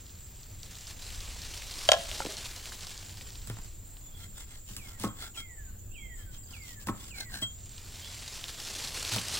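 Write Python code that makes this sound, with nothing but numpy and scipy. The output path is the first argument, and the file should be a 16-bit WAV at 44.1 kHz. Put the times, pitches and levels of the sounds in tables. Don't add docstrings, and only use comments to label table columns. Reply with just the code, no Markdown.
import sys
import numpy as np
from scipy import signal
from scipy.fft import rfft, irfft, next_fast_len
from scipy.io import wavfile
from scipy.ndimage import uniform_filter1d, map_coordinates

SR = 44100
rng = np.random.default_rng(int(sys.argv[2]) if len(sys.argv) > 2 else 0)


def generate_wav(sig):
    pcm = np.round(np.clip(np.atleast_2d(sig).T, -1, 1) * 32767).astype(np.int16)
    wavfile.write(sys.argv[1], SR, pcm)


def rack_gain(trim_db):
    fader = np.asarray(trim_db, float)
    return 10 ** (fader / 20)


N = 414099

# time [s], level [dB].
FRYING_LEVEL = [(0, -59.5), (.4, -61.5), (.75, -54.5), (1.23, -49.5), (2.12, -43.5), (2.9, -49.5),
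                (3.48, -58), (3.68, -58), (3.8, -67), (4.3, -67.5), (7.3, -86), (7.6, -61), (8.11, -48.5),
                (8.5, -46.5), (9.1, -40.5), (9.25, -41.5), (9.39, -39.5)]
# frequency [Hz], density [dB per Hz].
FRYING_SPECTRUM = [(180, -6.5), (300, -5.5), (546, -5.5), (725, -5.5), (978, -5.5), (1360, -6), (4300, 0.5),
                   (7690, -3.5), (12900, -15), (15200, -23.5), (16000, -25)]
# frequency [Hz], correlation [0 to 1].
FRYING_LIKENESS = [(300, 1), (4000, 0.99), (12000, 0.94)]
# centre [s], half length [s], change [dB].
FRYING_SURGES = [(.68, 0.022, -0.5), (0.904, .025, 5), (0.963, 0.037, -4), (1.027, 0.014, 3),
                 (1.075, .02, 3), (1.162, 0.019, 1.5), (1.283, .02, 1.5), (1.435, 0.043, 0.5),
                 (1.696, 0.044, 0.5), (2.213, 0.033, 2), (2.59, .04, -0.5), (8.2, .05, -1.5),
                 (8.495, 0.015, 4), (8.563, 0.039, -2.5), (8.772, 0.031, 2.5), (8.923, .03, -1.5),
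                 (8.977, .025, 1), (9.046, 0.011, 1), (9.154, 0.046, 2.5), (9.258, 0.037, -0.5),
                 (9.356, 0.02, 1.5)]
# start [s], peak [dB], centre [Hz].
SPITS = [(0.0662, -38, 3970), (0.0952, -38, 3610), (0.3591, -44, 5660), (0.402, -42, 6440),
         (0.4324, -35, 4770), (0.632, -37, 4350), (0.632, -29, 4780), (0.7093, -36, 5470),
         (0.7542, -32, 3930), (0.7861, -31, 6320), (0.8101, -33, 5910), (0.8704, -26, 4980),
         (0.9931, -34, 4420), (1.0221, -35, 3500), (1.1039, -29, 3090), (1.1473, -29, 4570),
         (1.2052, -28, 4480), (1.255, -32, 4560), (1.4187, -25, 4390), (1.4481, -29, 3890),
         (1.5384, -28, 2730), (1.5678, -30, 3630), (1.6217, -26, 2290), (1.7115, -29, 4910),
         (1.7399, -28, 4710), (1.7898, -24, 3820), (1.8277, -29, 4220), (1.8527, -23, 4610),
         (2.1146, -19, 2870), (2.145, -29, 4560), (2.2612, -26, 2920), (2.3026, -27, 4540),
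                 (2.3226, -27, 6330), (2.369, -23, 5080), (2.4503, -28, 3680), (2.4568, -24, 3630),
                 (2.5626, -27, 5950), (2.6568, -26, 2840), (2.7212, -32, 1600), (2.808, -30, 4840),
                 (2.8314, -29, 4180), (2.8694, -27, 4880), (2.8938, -32, 3430), (2.9063, -30, 3500),
                 (2.9776, -24, 4880), (3.0629, -32, 4590), (3.0948, -32, 3210), (3.1722, -31, 4200),
                 (3.2111, -32, 2600), (3.2684, -39, 2900), (3.2884, -37, 3290), (3.3049, -34, 4480),
                 (3.3557, -32, 3490), (3.4171, -37, 4300),
         (3.9694, -38, 3500),
    (6.693, -44, 3300),
         (7.6582, -34, 7570), (7.6936, -34, 7160), (7.7804, -30, 3710), (7.9216, -37, 7070),
                   (7.9575, -32, 4620), (7.9954, -33, 3640), (8.0463, -25, 3430), (8.1361, -33, 3140),
                   (8.2149, -34, 7570), (8.2788, -26, 3650), (8.3337, -31, 5110), (8.3571, -29, 3780),
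                   (8.4409, -21, 3090), (8.4828, -24, 3880), (8.5866, -34, 4140), (8.6021, -28, 3990),
                   (8.6504, -24, 6030), (8.6689, -28, 3890), (8.6864, -23, 3810), (8.7512, -24, 4340),
                   (8.84, -24, 3640), (8.8739, -25, 3370), (8.9448, -26, 3840), (8.9967, -22, 6160),
                   (9.0286, -19, 5090), (9.05, -19, 3560), (9.1199, -22, 3400), (9.1284, -20, 3020),
                   (9.1837, -18, 3310), (9.2571, -26, 3930), (9.2835, -19, 6860), (9.3269, -25, 7270),
                   (9.3414, -20, 6800), (9.3533, -17, 4080), (9.3718, -21, 3350)]

# start [s], glass level [dB], rim level [dB].
LID_CONTACTS = [
    (1.88, -40, -45),
    (1.889, -5, -4),
    (1.9177, -5, -1.5),
    (1.9198, -32, -6.5),
    (1.9324, -36, -12),
    (1.9375, -11, -19.5),
    (1.949, -25, -23.5),
    (1.964, -20.5, -42),
    (1.977, -35, -42),
    (2.115, -36, -47),
]
# frequency [Hz], level [dB], 60 dB decay [s].
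GLASS_MODES = [(522, -27, 0.014), (583, -17.5, 0.12), (557, -25, 0.33), (622, -1, 0.055), (620, -33, 0.67),
               (654, -21.5, .25), (680, -23.5, 0.31), (668, -6, 0.044), (680, -13.5, 0.046)]
# frequency [Hz], level [dB], 60 dB decay [s].
POT_MODES = [(766, -5, .04), (900, -10, .02), (1048, -8, .04), (1200, -10, .02), (1357, -7, .035),
             (1671, -9, .045)]
# frequency [Hz], level [dB], 60 dB decay [s].
RIM_MODES = [(2250, -16, .01), (2650, -11, .02), (2946, -10, .02), (3142, 2, .033), (3218, 0, .03)]
# frequency [Hz], level [dB], 60 dB decay [s].
RIM_TICK_MODES = [(3780, -4, .02), (4200, -5, .012), (4654, -1, .018), (5312, 0, .014), (5812, -2, .014),
                  (6432, -2, .014), (8080, -12, .012)]
# start [s], peak [dB], pitch [Hz], 60 dB decay [s].
LID_SETTLING = [
    (2.204, -23, 875, 0.015),
    (2.207, -38, 536, 0.16),
    (2.22, -32.5, 1380, 0.023),
    (2.252, -30, 534, 0.022),
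    (2.254, -30, 273, 0.022),
    (2.264, -30, 640, 0.012),
    (2.268, -29, 320, 0.028),
    (2.291, -41, 410, 0.14),
    (2.331, -46.5, 400, 0.12),
]

# start [s], peak [dB], edge click [dB], table thud [dB].
BLOWS = [(3.473, -38, 12, -3), (3.499, -29.5, 0, -5.5), (3.569, -38, -10, -16), (3.587, -37, 0.5, -13),
         (3.646, -45.5, 11, 0), (4.699, -50.5, -8, 7.5), (4.766, -39.5, 11.5, -9), (4.999, -42.5, 10, 3),
         (5.037, -15.5, -14, -26), (5.041, -23.5, -33, -7.5), (6.509, -46, 2, -15), (6.8, -62, 16, 1),
         (6.871, -26.5, -5, -10), (6.886, -16.5, -31.5, -15), (6.899, -32, -47, -9), (7.3, -48, -10, 0),
         (7.36, -48, -9, 0), (7.419, -34.5, 1, -3.5), (9.118, -28.5, 2.5, -8), (9.137, -27.5, 11, -6.5),
         (9.162, -19, 2.5, -25)]
# frequency [Hz], width [Hz], level [dB].
WOOD_RESONANCES = [(206, 71, -2.5), (320, 58, -2.5), (400, 93, -12), (547, 38, -10), (750, 330, -18.5),
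                   (1085, 51, -6), (1274, 62, -9), (1960, 1400, -29)]
# frequency [Hz], width [Hz], level [dB].
MEAT_RESONANCES = [(164, 71, 2.5), (494, 300, -8), (1110, 960, -9)]

# start [s], length [s], rub level [dB], blade level [dB].
SAW_STROKES = [(4.127, 0.18, -58.5, -58.5), (4.317, 0.16, -56.5, -59), (4.44, 0.19, -59.5, -59.5),
               (4.645, 0.14, -53, -69), (4.767, 0.23, -57.5, -59), (4.961, 0.15, -47.5, -51),
               (5.135, 0.19, -50, -47.5), (5.328, 0.12, -50, -50.5), (6.13, 0.16, -63, -66),
               (6.287, 0.13, -60, -65), (6.434, 0.21, -59, -61), (6.586, 0.21, -54, -81),
               (6.783, 0.075, -56, -68), (6.854, 0.062, -47, -50), (6.9, 0.27, -55, -58.5),
               (7.118, 0.16, -51, -48), (7.271, 0.17, -51.5, -48), (7.403, 0.052, -48.5, -70)]
# frequency [Hz], density [dB per Hz].
RUB_SPECTRUM = [(300, -2), (500, -13), (760, -12.5), (1220, -10), (1610, -11.5), (3040, -4), (5190, -4.5),
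                (8860, -5.5), (12500, -13.5), (15900, -6)]
# frequency [Hz], width [Hz], level [dB].
UPRIGHT_BLADE = [(795, 270, -11), (1374, 39, 4), (1630, 180, -7.5), (2104, 82, 2), (3430, 100, 1),
                 (4240, 190, -0.5), (4900, 67, -14)]
# frequency [Hz], width [Hz], level [dB].
FLAT_BLADE = [(770, 200, -8.5), (1360, 67, 0), (1576, 120, 6), (2100, 80, -4), (2700, 83, -13),
              (3460, 100, -2), (4140, 180, 5)]
# start [s], peak [dB], level of its 1375 Hz mode [dB].
BLADE_TAPS = [
    (5.078, -51, -30),
    (5.371, -36.5, -4),
    (7.421, -26, -23),
]
# frequency [Hz], level [dB], 60 dB decay [s].
STEEL_MODES = [(638, -6, 0.057), (2000, -14, 0.077), (3230, 2.5, 0.18), (4010, -7, 0.11), (5330, -12, 0.15),
               (7900, -1, 0.083)]

# start [s], level [dB].
WHISTLE_CALLS = [
    (4.772, -58.5),
    (5.335, -53.5),
    (5.939, -51),
    (6.524, -53),
    (7.098, -51),
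]
# start [s], length [s], start pitch [Hz], end pitch [Hz], level [dB].
BIRD_NOTES = [(4.03, .08, 3420, 3460, -66), (4.105, .095, 3250, 3520, -66), (4.14, .055, 3340, 3310, -67),
              (4.22, .035, 3200, 3190, -65), (4.41, .04, 3350, 3330, -69), (8.015, .04, 3080, 3420, -55),
              (8.042, .048, 3420, 3440, -50), (5.905, .065, 2550, 3120, -63),
              (5.955, .085, 3120, 3300, -57), (6.03, .05, 3150, 3200, -62), (6.1, .05, 3200, 3180, -67),
              (6.17, .09, 3150, 3200, -66), (6.315, .07, 3180, 3200, -64), (6.48, .05, 3200, 3200, -66),
              (6.64, .07, 3200, 3200, -65), (3.97, .05, 8550, 8450, -65)]
# start [s], chirp count, spacing [s], top pitch [Hz], level [dB].
BIRD_TRILLS = [
    (3.755, 2, .035, 9500, -69),
    (3.868, 3, .032, 9450, -62),
    (6.428, 6, .0372, 5050, -62),
]
# pitch [Hz], chirp rate [per s], level [dB].
CRICKET_VOICES = [(6400, 9.6, -76), (7200, 19, -66.5), (7900, 13, -82), (7570, 18, -66), (7550, 12, -72.5)]
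# frequency [Hz], 60 dB decay [s].
YARD_DECAY = [(200, 0.32), (2000, 0.65), (10000, 0.095)]

# centre [s], half length [s], rise [dB].
WIND_GUSTS = [
    (1.14, 0.16, 8.5),
    (1.6, 0.36, 5),
    (2.128, 0.1, 11.5),
    (3.567, 0.36, 6),
    (4.403, 0.17, 1.5),
    (5.7, 0.27, 5),
    (6.113, 0.23, 7),
    (7.795, 0.65, 2),
]
# frequency [Hz], density [dB per Hz].
RUMBLE_SPECTRUM = [(8.8, -26), (15, 5.5), (48, -0.5), (60, 2), (80, -12.5), (100, -41), (180, -120)]
# frequency [Hz], density [dB per Hz].
HUM_SPECTRUM = [(35, -28), (60, -22.5), (89, -9.5), (146, -23.5), (199, -26.5), (286, -32), (344, -36.5),
                (500, -41.5), (650, -45), (1100, -120)]
# frequency [Hz], density [dB per Hz].
AIR_SPECTRUM = [(200, -40), (320, -1), (1200, -9), (2200, -12), (3600, -12), (5900, -16.5), (8500, -19.5),
                (10400, -13), (13000, -8.5), (15000, -0.5), (16000, -3.5)]
# frequency [Hz], correlation [0 to 1].
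AIR_LIKENESS = [(300, 0.83), (1000, 0.18), (2500, 0.45), (15000, 0)]


def unit(x):
    return x / np.sqrt(np.mean(x ** 2) + 1e-20)


def along(points, hz):
    f, v = np.transpose(points)
    return np.interp(np.log(hz + 1), np.log(f + 1), v)


def bumps(rows):
    t = np.arange(N) / SR
    return sum(db * np.exp(-((t - s) / half) ** 2) for s, half, db in rows)


def wobble(rate):
    knots = rng.standard_normal(int(N * rate / SR) + 4)
    return map_coordinates(knots, [np.arange(N) * rate / SR])


def filtered(x, response):
    m = next_fast_len(N + SR // 2)
    return irfft(rfft(x, m) * response(np.fft.rfftfreq(m, 1 / SR)), m)[..., :N]


def butter(x, order, hz, kind):
    return signal.lfilter(*signal.butter(order, hz, kind, fs=SR), x)


def resonances(modes):
    def response(f):
        total = 0
        for k, (centre, width, db) in enumerate(modes):
            loss = 1j * f * width
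            total = total + (-1) ** k * rack_gain(db) * loss / (centre * centre - f * f + loss)
        return total
    return response


def noise():
    return rng.standard_normal((2, N))


def patchy(depth_db):
    z = signal.stft(noise(), nperseg=512)[2]
    field = uniform_filter1d(rng.standard_normal(z.shape[1:]), size=4, axis=0)
    field = uniform_filter1d(field, size=12, axis=1)
    return signal.istft(z * rack_gain(depth_db * unit(field)), nperseg=512)[1][:, :N]


def coloured(pair, spectrum, alike):
    def mid_side(hz):
        turn = np.arccos(np.clip(along(alike, hz), -1, 1)) / 2
        return rack_gain(along(spectrum, hz)) * [np.cos(turn), np.sin(turn)]
    mid, side = filtered(pair, mid_side)
    return unit(np.array([mid + side, mid - side]))


def add(out, s, sound):
    part = out[..., round(s * SR):][..., :sound.shape[-1]]
    part += sound[..., :part.shape[-1]]


def ring(modes, scatter_db=2, rise=1e-4):
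    t = np.arange(SR // 3) / SR
    tones = 0
    for hz, db, t60 in modes:
        level_db = db + scatter_db * rng.standard_normal() - 60 * t / t60
        tones = tones + rack_gain(level_db) * np.sin(2 * np.pi * hz * t)
    return tones * (1 - np.exp(-t / rise))


def crack(t60):
    t = np.arange(SR // 8) / SR
    return rack_gain(-60 * t / t60) * rng.standard_normal(len(t))


def pan(db):
    return rack_gain([[db / 2], [-db / 2]])


def near(x):
    lead = 5
    return np.array([np.roll(x, -lead // 2), np.roll(x, lead // 2)])


def spit(hz):
    snap = signal.unit_impulse(SR // 8)
    burst = 3 * snap + .5 * crack(.004) + .12 * crack(.02)
    pop = butter(burst, 2, [hz / 1.3, min(hz * 1.3, SR / 2.2)], "band")
    pop = pop + .2 * snap + .08 * crack(.002)
    return pop / np.abs(pop).max()


def sizzle():
    level_db = np.interp(np.arange(N) / SR, *np.transpose(FRYING_LEVEL))
    small = []
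    for u, v, w in rng.random((round(2.5 * N / SR), 3)):
        small.append((u * N / SR, level_db[int(u * N)] + 4 + 6 * v, 4600 * 1.24 ** (2 * w - 1)))
    listed = SPITS
    stirred_db = bumps(FRYING_SURGES)
    spurt_db = 2.5 * np.exp(-np.arange(SR // 4) / SR / 0.024)
    for s, db, hz in listed:
        add(stirred_db, s, spurt_db)
    level = rack_gain(level_db + stirred_db + 0.21 * wobble(7.4))
    spurts = rack_gain(.6 * wobble(35) + 1.6 * wobble(140))
    sizes = rack_gain(np.minimum(5.5 * rng.exponential(size=N), 12))
    bubbles = (rng.random(N) < 700 / SR * spurts) * sizes
    grains = noise() * uniform_filter1d(bubbles, size=24)
    hiss = spurts * unit(patchy(depth_db=1.5))
    out = rack_gain(1.5) * level * coloured(hiss + .5 * unit(grains), FRYING_SPECTRUM, FRYING_LIKENESS)
    for s, db, hz in listed + small:
        add(out, s, rack_gain(db - 1.5) * spit(hz) * pan(0))
    return out


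def lid():
    knob, clink, tick = np.zeros(N), np.zeros(N), np.zeros((2, N))
    for s, glass_db, rim_db in LID_CONTACTS:
        body = rack_gain(glass_db - 6) * ring(GLASS_MODES + POT_MODES, rise=0.0018)
        add(clink, s, body + rack_gain(rim_db - 11.5) * ring(RIM_MODES))
        add(tick, s, rack_gain(rim_db - 14.0) * ring(RIM_TICK_MODES) * pan(0))
        for port in tick:
            add(port, s, rack_gain(rim_db - 6) * butter(crack(.012), 2, [1800, 7000], "band"))
    for s, db, hz, t60 in LID_SETTLING:
        add(knob, s, ring([(hz, db, t60), (1.55 * hz, db - 4, t60)], rise=0.00011))
    return near(knob + butter(clink, 3, 400, "high")) + tick


def block():
    click, soft, knock, thud = np.zeros((4, N))
    for s, db, click_db, thud_db in BLOWS:
        hard = 4 < s < 9
        edge = crack(0.0047) + 0.14 * crack(0.17)
        add(click, s, rack_gain(db + click_db + (5 if hard else -4)) * edge)
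        blow = crack(0.023) + 0.24 * crack(0.22)
        add(knock if hard else soft, s, rack_gain(db + 19.5) * blow)
        table_modes = [(109, 0.1, 0.2), (199, -3 if hard else -20, 0.16)]  # Hz, dB, s
        add(thud, s + 0.0026, rack_gain(db + thud_db + 4) * ring(table_modes, scatter_db=1, rise=0.0079))
    wood = filtered(knock, resonances(WOOD_RESONANCES))
    meat = rack_gain(-5.5) * filtered(soft, resonances(MEAT_RESONANCES))
    return butter(click, 2, 1800, "high") + wood + meat + thud


def cleaver():
    rub, drive, taps = np.zeros((3, N))
    for s, length, rub_db, blade_db in SAW_STROKES:
        swell = np.hanning(round(length * SR)) ** 1.1
        add(rub, s, rack_gain(rub_db + 7) * swell)
        add(drive, s, rack_gain(blade_db + 2.5) * swell)
    grit = rack_gain(3 * wobble(260)) * unit(patchy(depth_db=2))
    flat = np.arange(N) > 7.1 * SR
    blade = 0
    for part, modes in [(~flat, UPRIGHT_BLADE), (flat, FLAT_BLADE)]:
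        steady = filtered(grit[0], resonances(modes))
        blade = blade + filtered(drive * part * grit[0], resonances(modes)) / np.std(steady)
    for s, db, mode_db in BLADE_TAPS:
        add(taps, s, rack_gain(db) * ring(STEEL_MODES + [(1375, mode_db, 0.13)], rise=0.0075))
    left, right = rub * coloured(grit, RUB_SPECTRUM, [(1000, 0.89), (4000, 0.04), (12000, 0.23)])
    return np.array([near(left)[0], near(right)[1]]) + near(blade + taps)


def whistler():
    length, attack, release = .38, .012, .03
    out, t = np.zeros(N), np.arange(round(length * SR)) / SR
    hz = 2380 - 2450 * t + 1000 * np.exp(-t / .017)
    swell = np.clip(np.minimum(t / attack, (length - t) / release), 0, 1) * rack_gain(-42 * t)
    for s, db in WHISTLE_CALLS:
        add(out, s, rack_gain(db) * swell * np.sin(2 * np.pi * np.cumsum(hz) / SR))
    out = filtered(out, lambda f: 1 - .7 * np.exp(-2j * np.pi * f / 203))
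    return out * rack_gain(1.5 * wobble(30) + 1.5 * wobble(12))


def glide(out, waver, s, length, start_hz, end_hz, level_db):
    note, hz = np.zeros_like(out), np.linspace(start_hz, end_hz, round(length * SR))
    hz = hz * waver[round(s * SR):][:len(hz)]
    tone = np.sin(2 * np.pi * np.cumsum(hz) / SR)
    add(note, s, np.hanning(len(hz)) ** .6 * rack_gain(level_db + 3) * tone)
    return note


def birds():
    quiet = np.zeros(N)
    notes = sum(glide(quiet, 1 + .011 * wobble(120), *row) for row in BIRD_NOTES)
    out = notes * rack_gain(2.5 * wobble(100))
    for s, count, gap, hz, db in BIRD_TRILLS:
        for k in range(round(count)):
            level_db = db + 1.5 * rng.standard_normal()
            out = out + glide(quiet, quiet + 1, s + k * gap, .55 * gap, hz, hz * (1 - .12), level_db)
    return out


def crickets():
    chorus = filtered(patchy(depth_db=4.0), lambda f: 1 / (1 + ((f - 7330) / 520) ** 6))
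    out = rack_gain(-59.5) * unit(chorus)
    for hz, rate, db in CRICKET_VOICES:
        turns = np.cumsum(rate * (1 + 0.1194 * wobble(3))) / SR
        gate = np.clip(0.67 + np.sin(2 * np.pi * turns), 0, None)
        response = resonances([(hz, 90, 0)])
        a, b = unit(filtered(noise(), lambda f: response(f) ** 2))
        level = rack_gain(db - 4.5 + 2.2 * wobble(2.64))
        out += level * gate * np.array([a + 0.98 * b, a - 2.33 * b])
    return out * rack_gain(3.5)


def yard(x):
    hz, t, z = signal.stft(rng.standard_normal((2, SR // 3)), SR, nperseg=256)
    decay = rack_gain(-60 * t / along(YARD_DECAY, hz)[:, None])
    tail = signal.istft(z * decay, SR, nperseg=256)[1]
    late = np.pad(x, (200, 0))[None]
    return signal.fftconvolve(late, tail / np.linalg.norm(tail[0]), axes=1)[:, :N]


def background():
    gust_db = bumps(WIND_GUSTS)
    rumble = coloured(noise(), RUMBLE_SPECTRUM, [(20, 1.0), (80, 0.77)])
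    rumble = rumble * rack_gain(-51 + gust_db + 0.91 * wobble(5.4))
    hum = coloured(noise(), HUM_SPECTRUM, [(60, 1.0), (130, 0.97), (300, 0.79)])
    hum = hum * rack_gain(-57.5 + 0.078 * gust_db + 5.5 + 1.35 * wobble(11))
    air = coloured(patchy(depth_db=2.0), AIR_SPECTRUM, AIR_LIKENESS)
    return rumble + hum + air * rack_gain(-55.5 + 0.88 * wobble(4.4)) * pan(2.0)


def scene():
    glass, wood, song, far = lid(), block(), whistler(), birds() * rack_gain(-1)
    into_yard = rack_gain(-21) * glass[0] + rack_gain(-18.5) * wood + rack_gain(-5 - 3.5) * song + rack_gain(-5) * far
    close = sizzle() + glass + near(wood) + cleaver()
    return close + (song + far) * pan(-11.5) + yard(into_yard) + crickets() + background()


def low_pass(x):
    return signal.sosfilt(signal.butter(12, 16870, fs=SR, output="sos"), x)


def record(dry):
    x = filtered(dry, lambda hz: hz < 15900)
    x = x / (1 + np.abs(x / .9) ** 6) ** (1 / 6)
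    return low_pass(x)


dry = scene()
out = record(dry)
generate_wav(out)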